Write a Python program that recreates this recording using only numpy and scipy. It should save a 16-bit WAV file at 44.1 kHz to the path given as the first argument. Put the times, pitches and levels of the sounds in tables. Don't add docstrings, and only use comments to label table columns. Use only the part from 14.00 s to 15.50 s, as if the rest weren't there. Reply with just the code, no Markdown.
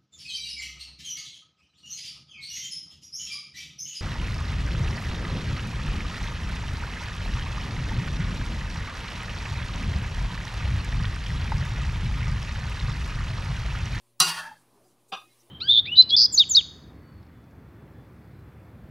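import sys
import numpy as np
from scipy import signal
from scipy.fft import rfft, irfft, next_fast_len
from scipy.io import wavfile
from scipy.ndimage import uniform_filter1d, map_coordinates

SR = 44100
rng = np.random.default_rng(int(sys.argv[2]) if len(sys.argv) > 2 else 0)


def field_ratio(decibels):
    return 10 ** (np.asarray(decibels, dtype=float) / 20)


def master_out(mix):
    frames = np.transpose(np.atleast_2d(mix))
    ceiling = np.clip(frames, -1, 1)
    pcm = np.round(ceiling * 32767).astype(np.int16)
    wavfile.write(sys.argv[1], SR, pcm)


N = 66150
T = np.arange(N) / SR


def unit(x):
    return x / np.sqrt(np.mean(x ** 2) + 1e-20)


def along(points, hz):
    f, v = np.transpose(points)
    return np.interp(np.log(hz + 1), np.log(f + 1), v)


def joined(hz, rows):
    return [(f, *row) for f, row in zip(hz, rows)]


def wobble(rate):
    return map_coordinates(rng.standard_normal(int(N * rate / SR) + 4), [T * rate])


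def filtered(x, response):
    m = next_fast_len(N + SR // 2)
    return irfft(rfft(x, m) * response(np.fft.rfftfreq(m, 1 / SR)), m)[:N]


def highpass(corner_hz):
    return lambda f: (1j * f / (corner_hz + 1j * f)) ** 2


def resonant(peaks):
    def response(f):
        total = 0
        for k, (hz, width, db) in enumerate(peaks):
            damping = 1j * f * width
            total = total + (-1) ** k * field_ratio(db) * damping / (hz * hz - f * f + damping)
        return total
    return response


def dying(t60s, spectrum=((1, 0),)):
    hz, t, z = signal.stft(rng.standard_normal(SR // 2), SR, nperseg=128)
    z = z * field_ratio(along(spectrum, hz))[:, None]
    z = z / unit(np.abs(z)).mean() / np.abs(z).std()
    decay = field_ratio(-60 * t / along(t60s, hz)[:, None])
    return signal.istft(z * decay, SR, nperseg=128)[1][:SR // 2]


def rush(spectrum, patchy_db):
    z = signal.stft(rng.standard_normal(N), nperseg=512)[2]
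    field = uniform_filter1d(rng.standard_normal(z.shape), 4, 0)
    field = uniform_filter1d(field, 10, 1)
    x = signal.istft(z * field_ratio(patchy_db * unit(field)), nperseg=512)[1][:N]
    return unit(filtered(x, lambda hz: field_ratio(along(spectrum, hz))))


# (time [s], level [dB])
SIZZLE = [(0, -72), (.2, -75), (.5, -70.5), (.65, -71), (1.0, -73.5), (1.11, -71.5), (1.15, -65.5),
          (1.5, -67.5)]
# (frequency [Hz], level [dB per Hz])
FIZZ = [(900, -27.5), (1500, -9.5), (2400, -3.5), (4300, -4.5), (7500, -7), (10000, -1), (12500, -8),
        (15800, -10)]
# (frequency [Hz], level [dB per Hz])
AIR = [(20, -21), (60, -15.5), (97, -13.5), (282, -5.5), (572, -9.5), (1050, -9.5), (1300, -17),
       (3000, -39)]
# (frequency [Hz], level [dB])
HUM = [(120, -74.5), (240, -82), (360, -80.5), (572, -82)]


def kitchen():
    fizz = field_ratio(np.interp(T, *np.transpose(SIZZLE)) + 0.78 * wobble(25)) * rush(FIZZ, patchy_db=1.6)
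    air_db = -74.5 + 4.5 * T + 2.3 * wobble(2.6)
    air = field_ratio(air_db) * rush(AIR, patchy_db=2.5)
    hum = np.zeros(N)
    for hz, db in HUM:
        level = field_ratio(db + 2.5 + 0.8 * wobble(6.8))
        hum += level * np.sin(2 * np.pi * hz * T + 0.35 * wobble(1.8))
    return fizz + air + hum


# (frequency [Hz], width [Hz], level [dB])
CRACK = [(10000, 2000, 3.5), (5600, 2600, -9)]


def struck(contacts, modes, spread_db, attack_s, low_hz, body_db, spectrum, t60s, crack_db, flutter):
    muffle_s, muffle_db_per_s = 0.18, 132
    flutter_per_s, knots = 100, 99
    crack_grows, crack_t60_s = 1.7, 0.008
    rings, cracks = np.zeros(N + SR), np.zeros(N + SR)
    t = T[:SR // 4]
    attack = 1 - np.exp(-t / attack_s)
    muffle = field_ratio(-muffle_db_per_s * np.maximum(t - muffle_s, 0))
    shape = attack * muffle * np.sqrt(1 - t / t[-1])

    def drift():
        return flutter * np.interp(t * flutter_per_s, np.arange(knots), rng.standard_normal(knots))

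    for s, db in contacts:
        ring = np.zeros(len(t))
        for hz, mode_db, t60 in modes:
            decay = field_ratio(mode_db + spread_db * rng.normal() - 60 * t / t60)
            ring += decay * (1 + drift()) * np.sin(2 * np.pi * hz * t + drift())
        body = dying(t60s, spectrum)[:len(t)]
        body = field_ratio(body_db) * body / np.std(body[:256])
        crack = field_ratio(crack_grows * db + crack_db - 60 * t / crack_t60_s) * rng.standard_normal(len(t))
        start = round(s * SR)
        rings[start:start + len(t)] += field_ratio(db - 8) * shape * (ring + body)
        cracks[start:start + len(t)] += crack
    return filtered(rings[:N], highpass(low_hz)) + filtered(cracks[:N], resonant(CRACK))


# (time [s], strength [dB])
BLOWS = [
    (.1945, -41),
    (.1985, -32),
    (.2, -29),
    (.2015, -4),
    (.2045, -10.5),
    (.2078, -10),
    (.2198, -19.5),
    (.2445, -20),
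    (.275, -27),
]
RIM_HZ = [770, 1068, 1109, 1244, 1432, 1902, 2083, 2245, 2545, 2800, 2885, 3138, 3246, 3558]
# (level [dB], t60 [s])
RIM = [(-21.5, 0.17), (-17, 0.2), (-7, 0.13), (-4, 0.079), (-21.5, 0.62), (-19, 0.14), (-32.5, 0.32),
       (-34.5, 0.27), (-17.5, 0.24), (-11.5, 0.52), (-12, 0.21), (-19.5, 0.34), (-22, 0.05), (-23.5, 0.62)]
LIP_HZ = [3801, 4037, 4445, 4578, 4641, 4776, 4857, 5184, 5410, 5706, 5920, 6928, 7154, 7497]
# (level [dB], t60 [s])
LIP = [(-21.5, .25), (-4, 0.16), (-17, 0.26), (-17.5, 0.46), (-16.5, 0.15), (-13, 0.22), (-18.5, 0.4),
       (-20.5, 0.08), (-26.5, 0.11), (-19, .1), (2, 0.086), (-27, 0.28), (-27.5, 0.25), (-12.5, 0.18)]
# (frequency [Hz], level [dB], t60 [s])
BLADE = [(8193, -8.5, 0.23), (8270, 1.5, 0.083), (8820, -3, 0.44), (9440, -7.5, 0.6), (10460, 1, .04),
         (10670, -9, 0.045), (12400, -17.5, 0.47), (11400, -28, .3), (14600, -21, 0.27)]
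# (frequency [Hz], level [dB per Hz])
CLANG = [(240, -77), (400, -49.5), (1080, -8), (2370, -20), (2800, -6.5), (5850, -3.5), (6510, -21),
         (9410, -10.5), (15600, -34)]
# (frequency [Hz], t60 [s])
CLANG_T60 = [(150, 0.094), (1000, 0.07), (4000, 0.058), (12000, 0.15)]


def rim_blow():
    blade = [(hz, db - 18, t60) for hz, db, t60 in BLADE]
    modes = joined(RIM_HZ, RIM) + joined(LIP_HZ, LIP) + blade
    return struck(BLOWS, modes, spread_db=2.4, attack_s=0.0015, low_hz=410, body_db=-4.5,
                  spectrum=CLANG, t60s=CLANG_T60, crack_db=6, flutter=0.45)


# (time [s], pressure [dB], bare metal contact [dB])
STROKE = [
    (0.2, -46, 14.5),
    (0.233, -37.5, 10.5),
    (0.292, -28.5, 4),
    (0.334, -35, -1.5),
    (0.394, -32, -4),
    (0.439, -39, -7.5),
    (0.479, -42.5, -10.5),
    (0.546, -52.5, -10.5),
    (0.63, -81, 7.5),
]
# (frequency [Hz], width [Hz], level [dB])
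WALL = [(640, 20, -15.5), (910, 35, 0), (1113, 38, -4.5), (1437, 46, 1.5), (1746, 35, -2), (1865, 64, -0.5),
        (2530, 70, -9.5), (2685, 57, -6.5), (3230, 60, -10)]
# (frequency [Hz], width [Hz], level [dB])
FLOOR = [(616, 49, -13), (801, 27, -5), (902, 53, -3.5), (1304, 91, -6.5), (1643, 75, -1.5), (1714, 47, 1),
         (1778, 100, -4), (2666, 51, -10.5), (3220, 79, -15)]
# (frequency [Hz], width [Hz], level [dB])
EDGE = [(2610, 96, -10.5), (3760, 70, 0), (4656, 150, -1), (4800, 100, -7.5), (6000, 84, -12),
        (7523, 70, -15.5), (8400, 130, -8.5), (9070, 100, -4), (10720, 300, -9)]
# (frequency [Hz], level [dB per Hz])
RASP = [(40, -30), (250, -18.5), (520, -24), (929, -3), (2270, -14), (4720, -7.5), (10600, -25),
        (15600, -25.5)]


def scrape():
    slips_per_s, slip_spread_db = 3700, 1.5
    s, press_db, bare_db = np.transpose(STROKE)
    press = field_ratio(np.interp(T, s, press_db, -120, -120) + 0.63 * wobble(70))
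    bare = field_ratio(np.interp(T, s, bare_db) + 1.2 * wobble(40))
    slip_size = field_ratio(slip_spread_db * np.clip(rng.standard_normal(N), -2, 2))
    slips = (rng.random(N) < slips_per_s / SR) * slip_size * rng.choice([-1, 1], size=N)
    drive = unit(unit(slips) + 0.69 * rush([(1, 0)], patchy_db=1.5))
    bite = np.interp(T, (0.35, 0.3), [0.3, 1])
    low = np.interp(T, (0.37, 0.435), [0, 1])

    def through(db, force, response):
        return field_ratio(db) * filtered(force * drive, response) / np.std(filtered(drive, response))

    wall = through(-3.5, press * bite * np.sqrt(1 - low), resonant(WALL))
    floor = through(-4, press * np.sqrt(low), resonant(FLOOR))
    edge = through(-9.5, press * bare, resonant(EDGE))
    rasp = unit(filtered(drive, lambda hz: field_ratio(along(RASP, hz))))
    return wall + floor + edge + field_ratio(-4) * press * bare * rasp


# (time [s], frequency [Hz], level [dB], t60 [s])
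STAND = [
    (0.204, 158.6, -31, 0.29),
    (.203, 167.7, -36, 0.65),
    (.222, 373, -39.5, 0.27),
    (1.123, 189, -43, 0.11),
]


def stand():
    thump = np.zeros(N)
    for s, hz, db, t60 in STAND:
        age = np.maximum(T - s, 0)
        swell = field_ratio(db - 60 * age / t60) * (1 - np.exp(-age / 0.0024))
        thump += swell * np.sin(2 * np.pi * hz * age)
    return filtered(thump, highpass(70))


# (time [s], length [s], frequency [Hz])
NUDGE_AT = [(.73, .08, 410), (.78, .13, 356), (.845, .06, 752), (.97, .064, 335), (1.074, .06, 405),
            (1.232, .064, 325), (1.27, .08, 2140), (1.385, .045, 5750), (1.425, .07, 348), (.73, .05, 250),
            (.82, .084, 4900), (.56, .09, 8500), (.807, .15, 7300), (1.078, .037, 8100), (.4, .16, 247),
            (.22, .36, 75), (.443, .055, 903), (.5, .045, 872), (.365, .05, 1785), (.29, .04, 945),
            (.32, .045, 1720), (.42, .09, 1720), (1.19, .04, 70), (1.22, .08, 2520), (.56, .16, 1500),
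            (.27, .05, 2830), (.24, .02, 7497)]
# (width [Hz], level [dB])
NUDGES = [(20, -66.5), (18.1, -66.5), (25, -69.5), (30, -76.5), (30, -67), (35, -67.5), (40, -73),
          (900, -66.5), (20, -64.5), (220, -72), (110, -77), (5100, -71), (7000, -71.5), (6100, -63.5),
          (50, -65), (60.3, -64.5), (11.3, -45), (27, -46), (25, -46), (30, -43), (37.8, -42), (65, -48.5),
          (50, -80), (60, -67), (1500, -77), (90, -37), (90, -35.5)]


def nudges():
    out = np.zeros(N)
    for (s, length, hz), (width_hz, db) in zip(NUDGE_AT, NUDGES):
        mode = resonant([(hz, width_hz, 0)])
        tone = unit(filtered(rng.standard_normal(N), lambda f: mode(f) ** 2))
        span = np.sin(np.pi * np.clip((T - s) / length, 0, 1))
        even = np.linalg.norm(span) / (np.linalg.norm(span * tone) + 1e-12)
        out += field_ratio(db) * span * tone * even
    return out


# (time [s], strength [dB])
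KNOCKS = [
    (.388, -34),
    (1.1185, -36),
    (1.1225, -23),
    (1.1265, -25.5),
    (1.1345, -25),
    (1.163, -48),
    (1.171, -35.5),
    (1.183, -49),
    (1.198, -46),
    (1.212, -45.5),
]
BOWL_HZ = [775, 1060, 1170, 1238, 1300, 1600, 2512, 2672, 2826, 3257, 3560, 3800, 4231, 4820, 5819]
# (level [dB], t60 [s])
BOWL = [(-10.5, 0.18), (-4, 0.091), (-8, 0.15), (-11.5, 0.23), (-9.5, 0.16), (-9, 0.1), (-12, 0.24),
        (-6, 0.094), (-18.5, 0.24), (-14, 0.079), (-2.5, 0.095), (-17, 0.21), (-19.5, 0.11), (-10.5, 0.08),
        (-22, 0.21)]
# (frequency [Hz], level [dB per Hz])
THUD = [(60, -42), (300, -6), (1100, -3.5), (1950, -24), (2710, -1), (3940, -17), (7000, -30), (16000, -47)]
# (frequency [Hz], t60 [s])
THUD_T60 = [(150, 0.08), (1500, 0.14), (8000, 0.14)]


def bottom_knock():
    return struck(KNOCKS, joined(BOWL_HZ, BOWL), spread_db=2.2, attack_s=0.0015, low_hz=140, body_db=-6,
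                  spectrum=THUD, t60s=THUD_T60, crack_db=-33, flutter=0.9)


def squeak():
    span_s, climb_hz, level_db, rough = (1.215, 1.385), (3800, 4050), -74, 0.9
    turn = 2 * np.pi * np.cumsum(np.interp(T, span_s, climb_hz)) / SR
    swell = np.sin(np.pi * np.interp(T, span_s, [0, 1])).clip(0) ** 0.5
    broken = 1 + rough * wobble(43.7)
    return field_ratio(level_db) * swell * broken * np.sin(turn + rough * wobble(150))


# (frequency [Hz], t60 [s])
ROOM = [(200, 0.073), (2000, 0.047), (10000, 0.39)]


def echo(wok):
    tail = dying(ROOM)
    return signal.fftconvolve(np.pad(wok, (200, 0)), tail / np.linalg.norm(tail))[:N]


def scene():
    wok = rim_blow() + scrape() + stand() + bottom_knock()
    mid = kitchen() + wok + field_ratio(-17) * echo(wok) + nudges() + squeak()
    side = field_ratio(-31.5) * filtered(mid, lambda f: 1j * (f > 8100))
    return np.array([mid + side, mid - side])


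def band_limit(x):
    return signal.sosfilt(signal.butter(12, 16500, fs=SR, output="sos"), x)


def record(dry):
    ceiling, top_hz = 0.85, 15800
    dry = dry / (1 + np.abs(dry / ceiling) ** 4) ** 0.25

    def band(hz):
        treble = field_ratio(np.interp(hz, [top_hz - 150, top_hz + 50], [0, -36]))
        return treble * (1j * hz / (35 + 1j * hz))

    mix = np.array([filtered(channel, band) for channel in dry]) - 0.0003
    return band_limit(mix)


dry = scene()
out = record(dry)
master_out(out)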